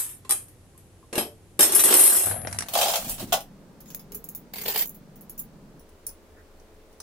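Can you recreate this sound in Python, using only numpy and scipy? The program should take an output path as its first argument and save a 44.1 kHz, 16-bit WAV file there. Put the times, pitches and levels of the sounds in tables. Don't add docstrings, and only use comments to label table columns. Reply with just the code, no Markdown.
import sys
import numpy as np
from scipy import signal
from scipy.fft import rfft, irfft, next_fast_len
from scipy.io import wavfile
from scipy.ndimage import uniform_filter1d

SR = 44100
rng = np.random.default_rng(int(sys.argv[2]) if len(sys.argv) > 2 else 0)


def unload_wav(signal):
    wavfile.write(
        sys.argv[1],
        SR,
        np.round(np.clip(np.atleast_2d(signal).T, -1, 1) * 32767).astype(np.int16),
    )


N = 309582
TIME = np.arange(N) / SR
RING_TIME = TIME[:SR // 2]

# (t/s, level/dB)
JOLT = [(1.593, 4.5), (1.607, 12.5), (1.627, 10.5)]
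# (f/Hz, level/dB, t60/s)
JOLTED_TOOL_MODES = [(3111, -44, .14), (3757, -40, .15), (4468, -45, .16), (5335, -40, .2),
                     (5385, -38, .24), (6180, -37, .17), (6330, -42, .14), (7267, -36, .2),
                     (8300, -37, .22), (8914, -36, .14), (9679, -36, .16), (11434, -38, .16),
                     (13092, -31, .18), (13770, -44, .16)]
# (t/s, level/dB)
END_CLANK = [(1.749, -16)]
# (f/Hz, level/dB, t60/s)
END_MODES = [(5178, -13, .13), (6384, -17, .12), (6998, -20, .1), (8268, -11, .1), (10895, 0, .22),
             (11810, -10, .14), (11993, -6, .25)]
# (t/s, level/dB)
FALLING_TOOL_CLANK = [(1.795, -23)]
# (f/Hz, level/dB, t60/s)
FALLING_TOOL_MODES = [(2885, -11, .12), (3789, -10, .12), (4015, -9, .12), (5351, -8, .14), (6126, 1, .14),
                      (7213, 1, .14), (8494, 0, .12), (9636, 0, .14), (10368, 3, .14), (10658, 0, .12),
                      (12004, 3, .2)]
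# (start t/s, rise t/s, fall t/s, force level/dB)
SKID = [(1.76, 0.2, 0.35, 9)]
# (t/s, level/dB)
WRENCH_CLANKS = [(1.837, 16), (1.864, 10), (1.905, 8), (1.94, 5.5), (1.968, 11), (1.996, 11), (2.036, 18),
                 (2.06, 10.5), (2.1, 3), (2.129, 10), (2.159, 12.5), (2.185, 2.5), (2.222, 7.5)]
# (f/Hz, level/dB, t60/s)
WRENCH_MODES = [(5255, -49, .2), (6153, -57, .2), (6500, -55, .28), (6907, -56, .2), (7214, -57, .14),
                (7893, -39, .28), (8452, -43, .18), (8692, -39, .22), (8807, -49, .18), (9302, -37.5, .17),
                (10348, -44, .14), (10902, -38.5, .22), (11050, -43.5, .26), (11225, -45, .2),
                (11536, -46, .18), (11918, -43, .25), (12009, -44, .22), (12252, -49, .2), (12424, -44, .2),
                (12879, -42, .26), (14131, -45, .09)]
# (t/s, level/dB)
LAST_BOUNCE = [(2.255, -26.5)]
# (f/Hz, level/dB, t60/s)
LAST_WRENCH_MODES = [(5255, -17, .22), (6500, -19, .25), (7892, -4, .24), (8700, -7, .3), (10928, 0, .85),
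                     (11048, 1, .27), (11915, -3, .22), (12009, -6, .24), (12890, -9, .22)]
# (f/Hz, left minus right level/dB)
BOX_SIDE = [(300, 1), (4500, -0.5), (7000, -2.5), (9200, -13.5), (10200, 5), (11200, 16), (14000, 2)]


def wrenches():
    ring = ringing(SKID, WRENCH_MODES, per_s=90)
    ring += struck(JOLT, JOLTED_TOOL_MODES, trim_db=0, spread_db=2)
    ring += struck(END_CLANK, END_MODES, trim_db=0, spread_db=1)
    ring += struck(FALLING_TOOL_CLANK, FALLING_TOOL_MODES, trim_db=0, spread_db=1)
    ring += struck(WRENCH_CLANKS, WRENCH_MODES, trim_db=0, spread_db=5)
    heard = room(ring, wet_db=-9, t60=.18)
    heard += struck(LAST_BOUNCE, LAST_WRENCH_MODES, trim_db=0, spread_db=1)
    return tinted(heard, [(5000, 0.29), (14000, -0.66)], BOX_SIDE)


# (start t/s, rise t/s, fall t/s, level/dB, hardness 0-1)
POUR = [(1.59, 0.027, 0.7, -31.5, 0.53), (1.695, 0.066, 0.38, -43, 1), (1.8, 0.11, 0.13, -28, 0.42),
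        (1.95, 0.15, .26, -34.5, 0.82)]
# (start t/s, rise t/s, fall t/s, level/dB, hardness 0-1)
SETTLE = [(0.0036, 0.023, .15, -50.5, 0.91)]
# (t/s, level/dB, hardness 0-1)
BOX_BLOWS = [(-0.02, -33.5, 0.7), (0.248, -52, 0.1), (0.4822, -63.5, 0.6), (0.7762, -66, 0.68),
             (1.6065, -25, 0.58), (1.6185, -29.5, .58), (1.6275, -28.5, 0.62), (1.641, -35, .5),
             (1.7205, -39.5, 0.8), (1.7484, -36.5, 0.83), (1.7925, -27.5, 0.5), (1.8365, -29, 0.5),
             (1.879, -30.5, .45), (1.9248, -22, 0.13), (1.939, -26, 0.62), (1.971, -34, 0.7),
             (1.9937, -30.5, 0.67), (2.0334, -39, 0.72), (2.0602, -33, 0.5), (2.1265, -38.5, 0.44)]
# (f/Hz, level/dB)
BOX_COLOUR = [(100, -24.5), (220, -7), (340, 3), (600, -3.5), (1250, -5), (2400, -6.5), (3600, -8),
              (4500, -11), (7000, -8.5), (8400, -1), (11200, 0), (13100, -8), (14200, -30.5),
              (15000, -54.5)]


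def tools_in_box():
    sound = blows(BOX_BLOWS, BOX_COLOUR, BOX_SIDE, trim_db=[8, -11, 1], t60=.26, crack_db=10, crack_s=.0043)
    sound += clatter(SETTLE, BOX_COLOUR, BOX_SIDE, trim_db=[0, -8, 0], per_s=560,
                     t60=.15, crack_db=-.5, crack_s=.00076, count=2)
    return sound + clatter(POUR, BOX_COLOUR, BOX_SIDE, trim_db=[-1, -3.5, -2], per_s=110,
                           t60=.17, crack_db=9, crack_s=.0012, count=6)


# (t/s, level/dB, hardness 0-1)
HEAP_BLOWS = [(2.6843, -38, 0.56), (2.7365, -30, 0.57), (2.752, -23, 0.24), (2.776, -32, 0.65),
              (2.7875, -24, 0.21), (2.8125, -21.5, 0.38), (2.829, -23.5, 0.34), (2.857, -28, 0.2),
              (2.8824, -26.5, 0.3), (2.898, -29.5, 0.45), (2.9364, -25.5, 0.33), (2.9562, -26, 0.51),
              (3.0445, -45, 0.66), (3.0949, -46.5, 1), (3.14, -45.5, 0.65), (3.3225, -25, 0.16),
              (3.327, -23.5, 0.54), (3.3354, -25.5, 0.08), (3.4047, -44, 0.54)]
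# (f/Hz, level/dB, t60/s)
HEAP_MODES = [(585, -4, .14), (660, -1, .18), (706, 2, .2), (775, 0, .18), (813, -3, .2), (2649, -4, .13),
              (3085, 2, .11), (3171, 1, .12), (3278, 0, .11), (3542, 2.5, .11), (3747, -1, .1),
              (5318, -2, .12), (6136, -2, .1), (11649, 0, .12)]
# (start t/s, rise t/s, fall t/s, level/dB, hardness 0-1)
TUMBLE = [(2.7, 0.086, 0.33, -32.5, 0.6), (3.05, 0.049, 0.044, -46, 0.82), (3.16, 0.027, 0.06, -39, 0.53)]
# (t/s, level/dB)
LAST_FALL = [(3.326, -29.5)]
# (f/Hz, level/dB, t60/s)
HEAVY_TOOL_MODES = [(807, 3, .2), (1120, 2, .17), (1455, 1, .17), (1997, -4, .16), (2514, -2, .13),
                    (2870, 0, .14), (3698, -2, .11), (4172, -2, .1), (7267, -2, .1), (12424, 2, .1)]
# (f/Hz, level/dB)
OPEN_COLOUR = [(120, -53), (350, -26), (540, -8), (740, -3), (1020, -12.5), (1300, -11), (1900, -15),
               (3200, -8.5), (4800, -12), (7500, -10), (10000, -10.5), (13000, -8.5), (15600, -9),
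               (16300, -43)]
# (f/Hz, left minus right level/dB)
OPEN_SIDE = [(200, -2.5), (700, 1.5), (4000, 0), (8000, 0), (12000, -2), (16000, 0.5)]


def heap():
    sound = blows(HEAP_BLOWS, OPEN_COLOUR, OPEN_SIDE, trim_db=[0, -6, -2],
                  t60=.16, crack_db=10.5, crack_s=.0018)
    sound += struck(HEAP_BLOWS, HEAP_MODES, trim_db=-10, spread_db=2.5)
    sound += struck(LAST_FALL, HEAVY_TOOL_MODES, trim_db=0, spread_db=1)
    return sound + clatter(TUMBLE, OPEN_COLOUR, OPEN_SIDE, trim_db=[0, -2, .5], per_s=400,
                           t60=.16, crack_db=9, crack_s=.0012)


# (t/s, level/dB, hardness 0-1)
BOX_BUMPS = [(1.1275, -35.5, 0.36), (1.1536, -32, 0.44), (1.1785, -26, 0.5), (1.2263, -47, 0),
             (1.5914, -24.5, 0.65)]
# (f/Hz, level/dB, t60/s)
BOX_WALL_MODES = [(226, -6, .22), (275, -2, .2), (345, 11, .07), (392, 0, .16), (446, -3, .38),
                  (587, -4, .29), (694, -7, .25), (781, -13, .27), (824, -8, .2), (1150, -8, .13),
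                  (1655, -6, .12)]
# (t/s, level/dB, hardness 0-1)
BOOMS = [(1.181, -34, 0.47), (1.594, -36.5, 0.5)]
# (f/Hz, level/dB)
BOOM_COLOUR = [(120, -15.5), (220, 0), (330, -2), (440, 3.5), (505, -14), (580, 3), (690, -3.5),
               (830, -9.5), (1100, -16), (3000, -47.5)]
# (t/s, level/dB)
LID_TAPS = [(0.249, -46), (0.748, -58), (1.028, -50)]
# (f/Hz, level/dB, t60/s)
LID_MODES = [(1050, 0, .11), (1130, -5, .08)]
# (t/s, level/dB)
BOX_THUMPS = [(3.068, -39), (3.228, -32)]
# (f/Hz, level/dB, t60/s)
GRIPPED_BOX_MODES = [(129, -6, .14), (205, 0, .13), (262, -2, .1), (335, -7, .08)]


def box_body():
    sound = blows(BOX_BUMPS, BOX_COLOUR, BOX_SIDE, trim_db=[2, -4, 0], t60=.22, crack_db=2, crack_s=.0039)
    sound += struck(BOX_BUMPS, BOX_WALL_MODES, trim_db=-4, spread_db=2)
    sound += blows(BOOMS, BOOM_COLOUR, OPEN_SIDE, trim_db=[-60, 0, -22], t60=.32, crack_db=-6, crack_s=.003)
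    sound += struck(LID_TAPS, LID_MODES, trim_db=0, spread_db=2)
    return sound + struck(BOX_THUMPS, GRIPPED_BOX_MODES, trim_db=0, spread_db=2)


# (t/s, level/dB, hardness 0-1)
DROP = [(0.2935, -37, 0.55), (0.299, -38, 0.4), (0.3082, -30, 0.68), (0.32, -33, 0.45)]
# (f/Hz, level/dB, t60/s)
DROPPED_SPANNER_MODES = [(800, -5, .1), (1230, 2, .08), (1916, -5, .05), (3430, -1, .09), (3980, -1, .11),
                         (4748, -3, .08), (5081, -1, .1), (5426, -5, .06), (5900, 0, .09), (7202, 1, .1),
                         (8450, 6, .18), (9291, 6, .14), (11100, 11, .14), (13092, 7, .08),
                         (14244, -7, .06)]


def dropped_spanner():
    sound = blows(DROP, BOX_COLOUR, BOX_SIDE, trim_db=[7, -11, -2], t60=.26, crack_db=22, crack_s=.0012)
    return sound + struck(DROP, DROPPED_SPANNER_MODES, trim_db=-2, spread_db=3)


# (t/s, level/dB, hardness 0-1)
LIP_KNOCKS = [(2.4712, -36, 0.26), (2.5266, -39, 0.74), (2.5863, -30, 0.71), (2.606, -34.5, 0.63),
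              (2.6222, -35, 0.56)]
# (f/Hz, level/dB)
LIP_COLOUR = [(200, -1), (600, -11), (2000, 0.5), (3200, -9), (5000, -5), (5750, 3), (6600, -13),
              (8500, -1.5), (10000, 2.5), (11800, -15), (13000, -13), (14500, -41)]


def lip_knocks():
    return blows(LIP_KNOCKS, LIP_COLOUR, OPEN_SIDE, trim_db=[-3, -6, 0],
                 t60=.087, crack_db=15, crack_s=.0022)


# (t/s, level/dB, hardness 0-1)
HANDLE_KNOCKS = [(2.27, -36, 0.46), (2.3111, -34.5, 0.59), (2.3615, -47, 0), (2.4158, -48, 0.82),
                 (2.4478, -40, 0.3), (2.4707, -35, 0.5)]
# (start t/s, rise t/s, fall t/s, level/dB, hardness 0-1)
ROLL = [(2.1, 0.21, 0.2, -41, 0.5), (2.46, 0.04, 0.32, -42, 0.98)]
# (f/Hz, level/dB)
HANDLE_COLOUR = [(150, -6), (350, -5.5), (650, 9), (1000, -6), (1600, -3), (2400, -10), (3500, -19.5),
                 (6000, -31), (12000, -37.5), (15000, -58.5)]


def screwdriver():
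    knocks = blows(HANDLE_KNOCKS, HANDLE_COLOUR, OPEN_SIDE, trim_db=[-14, 0, 0],
                   t60=.13, crack_db=18, crack_s=.002)
    return knocks + clatter(ROLL, HANDLE_COLOUR, OPEN_SIDE, trim_db=[-22, 0, -3], per_s=150,
                            t60=.1, crack_db=12, crack_s=.002, count=4)


# (start t/s, rise t/s, fall t/s, level/dB, hardness 0-1)
RUMMAGE = [(4.53, 0.065, 0.1, -42.5, 0.62), (4.64, 0.052, 0.07, -34, 0.62),
           (4.735, 0.059, 0.057, -35.5, 0.65)]
# (t/s, level/dB, hardness 0-1)
HAND_KNOCKS = [(4.5361, -40.5, 0.66), (4.557, -42, 0.57), (4.5826, -43, 0.5), (4.614, -49.5, 0.85),
               (4.6569, -35, 0.3), (4.68, -35.5, 0.1), (4.6967, -45, 0.8), (4.747, -35.5, 0.58),
               (4.759, -28, 0.57), (4.775, -39, 0.92), (4.788, -39, 0.85), (4.822, -38, 0.75)]
# (f/Hz, level/dB)
RUMMAGE_COLOUR = [(250, -17), (410, 8.5), (560, 4.5), (850, 7.5), (1300, -1), (2100, 8.5), (4500, 2.5),
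                  (6000, -9.5), (9000, -13), (12500, -9), (14500, 0.5), (15600, -10), (16300, -28)]
# (f/Hz, level/dB, t60/s)
STIRRED_HEAP_MODES = [(410, 0, .1), (465, -3, .08), (590, -3, .07), (720, 0, .08)]


def rummaging():
    sound = clatter(RUMMAGE, RUMMAGE_COLOUR, OPEN_SIDE, trim_db=[2, -7, 0], per_s=280,
                    t60=.085, crack_db=18.5, crack_s=.00063)
    sound += blows(HAND_KNOCKS, RUMMAGE_COLOUR, OPEN_SIDE, trim_db=[0, -5, 0],
                   t60=.072, crack_db=10, crack_s=.001)
    return sound + struck(HAND_KNOCKS, STIRRED_HEAP_MODES, trim_db=-12, spread_db=0)


# (start t/s, rise t/s, fall t/s, force level/dB)
PULL = [(4.762, 0.038, 0.05, 2.5)]
# (f/Hz, level/dB, t60/s)
SLIM_MODES = [(3074, -53, .11), (5125, -54, .09), (6035, -48, .14), (11670, -47, .09), (14351, -27, .1)]


def slim_spanner():
    return ringing(PULL, SLIM_MODES, per_s=210) * amp([[-1], [3]])


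# (t/s, level/dB, crack above the ring level/dB, extra below 5 kHz level/dB)
CLINKS = [(3.804, -29, -1, 13), (3.858, -37, 20, 20), (3.903, -25, 19, 14.5), (3.947, -13, 25, 7.5),
          (3.993, -28, 5, 14.5), (4.12, -22.5, 17, 13.5), (4.1461, -15, 11, 3), (4.242, -20, 21, 3),
          (4.2884, -16.5, 20, -4), (4.349, -16, 17, 2), (4.354, -18, 22, -11), (4.857, -17, 24, 2),
          (4.874, -19, 31, -9), (4.881, -21, 24, -15), (4.894, -17.5, 27, -7), (4.945, -28.5, 7, 0),
          (5.158, -33, 16, 4), (5.2093, -27, 11, -4), (5.296, -18.5, 19, -1), (5.378, -19, -2, 1),
          (5.392, -11.5, -4, -5)]
# (f/Hz, level/dB)
CLINK_COLOUR = [(600, -17.5), (3000, -19.5), (4800, -17.5), (5500, -10), (6100, -11), (6700, -3.5),
                (7700, -12.5), (9300, -7.5), (10500, -5), (11500, 10.5), (12900, -2.5), (14400, 4),
                (15600, 8.5), (16300, 5.5)]
# (f/Hz, level/dB, t60/s)
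HELD_SPANNER_MODES = [(5749, -14, .08), (6675, -3, .11), (11380, 1, .1), (14265, -1, .09), (15546, -5, .07)]
# (start t/s, rise t/s, fall t/s, level/dB, hardness 0-1)
PICK_UP = [(3.84, 0.066, .06, -53.5, 0.57)]


def held_spanner():
    sound = struck(CLINKS, HELD_SPANNER_MODES, trim_db=-33, spread_db=3)
    for s, level_db, crack_db, clank_db in CLINKS:
        touch = impact(CLINK_COLOUR, OPEN_SIDE, t60=.13, crack_db=crack_db, crack_s=.00096)
        touch = tinted(touch, [(5000, clank_db), (9000, 0)], [(1000, 0)])
        add(sound, s, amp(level_db - 15.5) * touch / rms(touch[:, :SR // 100]))
    return sound + clatter(PICK_UP, CLINK_COLOUR, OPEN_SIDE, trim_db=[0, -10, 0], per_s=800,
                           t60=.084, crack_db=10, crack_s=.00091, count=3)


# (t/s, level/dB, hardness 0-1)
NUT_TAPS = [(5.794, -64, 0.6), (5.89, -66.5, 0.53), (6.0656, -45, 0.79), (6.0902, -49, 0.45),
            (6.5974, -61, 0), (6.9267, -66, 0.4), (7.0011, -41.5, 0.2)]
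# (f/Hz, level/dB)
NUT_COLOUR = [(500, -29), (1500, -15), (3300, -21), (4400, -11), (6000, 0.5), (6900, -11), (7800, -7),
              (9000, 0), (9600, 7), (10800, 5), (12200, -18), (13100, 3), (13900, -4), (14700, 5),
              (15500, 9), (16300, -20.5)]
# (f/Hz, level/dB, t60/s)
SPANNER_ON_NUT_MODES = [(5921, -8, .14), (6416, -11, .1), (7848, -10, .1), (9485, 1, .14), (9959, 0, .14),
                        (14642, -4, .1), (15428, 0, .1)]


def nut_taps():
    sound = blows(NUT_TAPS, NUT_COLOUR, OPEN_SIDE, trim_db=[5, -16, 0], t60=.14, crack_db=11, crack_s=.003)
    return sound + struck(NUT_TAPS, SPANNER_ON_NUT_MODES, trim_db=-11, spread_db=2)


# (start t/s, rise t/s, fall t/s, level/dB)
DRAG = [(2.23, 0.085, 0.26, -40.5), (2.33, 0.276, 0.045, -38)]
# (f/Hz, level/dB)
DRAG_COLOUR = [(20, -20), (55, -13), (76, -1), (98, 8.5), (130, -8.5), (230, -11.5), (400, -28),
               (1000, -81)]
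# (start t/s, rise t/s, fall t/s, level/dB)
BUMPS = [(3.0, 0.11, 0.078, -40.5), (3.17, 0.066, 0.028, -36.5), (3.26, 0.018, 0.15, -42)]
# (f/Hz, level/dB)
BUMP_COLOUR = [(15, -17), (31, 16), (55, -11), (85, 7.5), (128, -0.5), (215, 4.5), (400, -6.5), (1000, -20)]
# (start t/s, rise t/s, fall t/s, level/dB)
NUDGES = [(4.1, 0.016, 0.16, -48), (4.58, 0.11, 0.055, -47.5)]
# (f/Hz, level/dB)
NUDGE_COLOUR = [(120, -6), (220, -6), (330, -25), (415, 2), (490, -15), (900, -43)]
# (start t/s, rise t/s, fall t/s, level/dB)
SCUFF = [(6.345, 0.044, 0.044, -59.5)]
# (f/Hz, level/dB)
SCUFF_COLOUR = [(800, -33), (1450, -3), (1800, 1), (2100, -15), (3000, -35)]


def shifting():
    sound = rubbing(DRAG, DRAG_COLOUR) + rubbing(BUMPS, BUMP_COLOUR)
    return sound + rubbing(NUDGES, NUDGE_COLOUR) + rubbing(SCUFF, SCUFF_COLOUR)


# (f/Hz, relative level/dB)
AIR_BOX = [(12, -43.5), (20, -7), (53, -9.5), (96, -4.5), (216, -13), (255, -13), (367, -13.5), (698, -24),
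           (802, -22.5), (873, -27), (5080, -36), (10800, -31.5), (16000, -54)]
# (f/Hz, relative level/dB)
AIR_HEAP = [(12, -38), (20, 6), (91, -12.5), (123, -3.5), (204, 2), (337, -9), (527, -11), (738, -17.5),
            (802, -17), (3070, -31), (4420, -31), (11800, -37), (16000, -38)]
# (f/Hz, relative level/dB)
AIR_LATHE = [(12, -32), (20, 10.5), (43, -16.5), (79, -0.5), (142, -25), (168, -10.5), (262, -12),
             (434, -9), (472, -11.5), (558, -15.5), (660, -16.5), (2990, -29.5), (16000, -37)]
# (f/Hz, rms level/dB)
HUM_BOX = [(97, -61.5)]
# (f/Hz, rms level/dB)
HUM_LATHE = [(75.4, -67), (436.0, -64.5), (543.7, -68), (619.1, -70)]


def workshop():
    air = background(0, 2.9, AIR_BOX, level_db=-54, hum=HUM_BOX)
    air += background(2.63, 5.8, AIR_HEAP, level_db=-49.5, hum=[])
    return air + background(5.8, 8, AIR_LATHE, level_db=-53, hum=HUM_LATHE)


def background(start, end, colour, level_db, hum):
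    lines = 0
    for hz, db in hum:
        lines = lines + np.sqrt(2) * amp(db) * np.sin(2 * np.pi * (hz * TIME + rng.random()))
    present = uniform_filter1d(1. * ((TIME >= start) & (TIME < end)), size=400)
    return (amp(level_db) * murmur(colour) + lines) * present


def rubbing(rows, colour):
    return murmur(colour) * sum(swell(*row) for row in rows)


def murmur(colour):
    size = next_fast_len(N)
    gain = amp(read(colour, np.fft.rfftfreq(size, 1 / SR)))
    x = irfft(rfft(noise_pair(size)) * gain)[:, :N]
    return x / rms(x.mean(0))


def blows(rows, colour, side, trim_db, t60, crack_db, crack_s):
    out = np.zeros((2, N))
    for s, level_db, hardness in rows:
        levels_db = level_db + tilt(hardness) + trim_db
        for part, db in zip(bands(impact(colour, side, t60, crack_db, crack_s)), levels_db):
            add(out, s, amp(db) * part / rms(part[:, :SR // 100]))
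    return out


def clatter(rows, colour, side, trim_db, per_s, t60, crack_db, crack_s, count=12):
    forces = sum(np.outer(amp(tilt(hardness) + trim_db), swell(*surge)) for *surge, hardness in rows)
    span = lasting(forces[0])
    clicks = contacts(per_s)[span]
    tool = np.repeat(rng.integers(0, count, N // 600), 600)[span]
    out = np.zeros((2, N))
    for k in range(count):
        own_clicks = clicks * (tool == k)
        for part, force in zip(bands(impact(colour, side, t60, crack_db, crack_s)), forces):
            add(out, span.start / SR, convolve(own_clicks * force[span], part / np.linalg.norm(part[0])))
    return out


def ringing(rows, modes, per_s, count=4):
    force = sum(swell(*row) for row in rows)
    span = lasting(force)
    drives = [(force * contacts(per_s))[span] for _ in range(count)]
    out = np.zeros((2, N))
    for k, (hz, db, t60) in enumerate(modes):
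        ring = convolve(drives[k % count], mode(hz, t60, TIME[:SR]))
        add(out, span.start / SR, amp(db) * ring * np.linalg.norm(force) / np.linalg.norm(ring[0]))
    return out


DETUNE = .002


def struck(rows, modes, trim_db, spread_db):
    out = np.zeros((2, N))
    for s, level_db, *_ in rows:
        shares_db = spread_db * rng.uniform(-1, 1, len(modes))
        shift = 1 + DETUNE * rng.uniform(-1, 1)
        ring = 0
        for (hz, db, t60), share_db in zip(modes, shares_db):
            ring = ring + amp(db + share_db) * mode(hz * shift, t60, RING_TIME)
        add(out, s, amp(level_db + trim_db) * ring)
    return out


def impact(colour, side, t60, crack_db, crack_s):
    t = RING_TIME[:2 ** 14]
    crack = amp(crack_db) * np.exp(-t / crack_s) * noise_pair(len(t))
    ring = amp(-60 * t / max(t60, .01)) * tool_ring(len(t))
    rise = 1 - np.exp(-t / .001)
    return tinted(rise * (crack + ring), colour, side)


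# (f/Hz, share 0-1)
TONAL_SHARE = [(1500, 0), (3500, .35), (16000, .45)]
MODE_SPACING_HZ, TONE_SPACING_HZ, UNEVEN_ABOVE_HZ = 110, 190, 3000


def tool_ring(size):
    hz = np.fft.rfftfreq(size, 1 / SR)
    grid = np.arange(0, SR / 2, MODE_SPACING_HZ)
    clusters_db = 6 * np.interp(hz, grid, np.clip(rng.standard_normal(len(grid)), -2, 2))
    clusters_db *= np.minimum(hz / UNEVEN_ABOVE_HZ, 1)
    share = read(TONAL_SHARE, hz)
    chance = hz[1] / TONE_SPACING_HZ
    power = 1 - share + share * (rng.random(len(hz)) < chance) / chance
    return irfft(rfft(noise_pair(size)) * np.sqrt(power) * amp(clusters_db), size)


def mode(hz, t60, t):
    rise = 1 - np.exp(-(t / .0007) ** 2)
    phase = rng.random() + min(hz / 4000, 1) * rng.random((2, 1))
    return rise * np.exp(-np.log(1000) * t / t60) * np.sin(2 * np.pi * (hz * t + phase))


def contacts(per_s):
    size = amp(5 * np.minimum(rng.exponential(1, N), 3)) * rng.choice([-1, 1], N)
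    clicks = size * (rng.random(N) < per_s / SR)
    power = abs(uniform_filter1d(clicks ** 2, size=1500)) + 1e-6
    return clicks / np.sqrt(power)


SWELL_DB = 20.5


def swell(start, rise, fall, db):
    from_crest = np.interp(TIME - start, np.cumsum([0, rise, fall]), [1, 0, 1])
    return amp(db - SWELL_DB * from_crest ** 2) * (from_crest < 1)


def lasting(force):
    return slice(*np.flatnonzero(force)[[0, -1]])


# (jingle, thud and clank level/dB)
HARDER_DB = [36, -18.5, 1]


def tilt(hardness):
    return (np.clip(hardness, 0, 1) - .5) * np.array(HARDER_DB)


# (low f/Hz, high f/Hz)
BANDS_HZ = [(6500, 20000), (60, 1000), (1000, 6500)]


def bands(sound):
    filters = [signal.butter(3, band, "bandpass", fs=SR, output="sos") for band in BANDS_HZ]
    return [signal.sosfilt(sos, sound) for sos in filters]


def tinted(x, colour, side):
    hz = abs(np.fft.fftfreq(x.shape[1], 1 / SR))
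    log_gain = np.log(amp(read(colour, hz) + np.outer([.5, -.5], read(side, hz))))
    return np.fft.ifft(np.fft.fft(x) * np.exp(np.conj(signal.hilbert(log_gain)))).real


def room(x, wet_db, t60):
    tail = noise_pair(len(RING_TIME)) * np.exp(-np.log(1000) * RING_TIME / t60) * (RING_TIME > .004)
    return x + amp(wet_db) * convolve(x, tail / np.linalg.norm(tail[0]))


# (f/Hz, correlation 0-1)
LIKENESS = [(100, 0.92), (600, 0.89), (1500, 0.21), (4000, 0.15), (8000, 0.018)]


def noise_pair(size):
    a, b = rfft(rng.standard_normal((2, size)))
    same = np.clip(read(LIKENESS, np.fft.rfftfreq(size, 1 / SR)), -1, 1)
    return irfft(np.array([a, same * a + np.sqrt(1 - same ** 2) * b]), size)


def convolve(x, response):
    return signal.fftconvolve(np.atleast_2d(x), response, axes=1)[:, :N]


def add(mix, s, sound):
    at = round(s * SR)
    sound = sound[:, max(-at, 0):]
    part = mix[:, max(at, 0):][:, :sound.shape[1]]
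    part += sound[:, :part.shape[1]]


def read(points, hz):
    f, value = np.transpose(points)
    return np.interp(np.log(hz + 1), np.log(f + 1), value)


def amp(db):
    return 10 ** (np.asarray(db) / 20)


def rms(x):
    return np.sqrt(np.mean(x ** 2) + 1e-20)


def scene():
    spill = wrenches() + tools_in_box() + heap() + lip_knocks() + screwdriver()
    box = box_body() + dropped_spanner()
    search = rummaging() + slim_spanner() + held_spanner() + nut_taps()
    return spill + box + search + shifting() + workshop()


KNEE, EDGE_HZ = .7, 15900


def record(dry):
    below = np.clip(dry, -KNEE, KNEE)
    rounded = below + .2 * np.tanh((dry - below) / .2)
    low_pass = signal.firwin(255, EDGE_HZ, window=("kaiser", 8), fs=SR)
    return signal.oaconvolve(rounded, low_pass[None], "same")


dry = scene()
out = record(dry)
unload_wav(out)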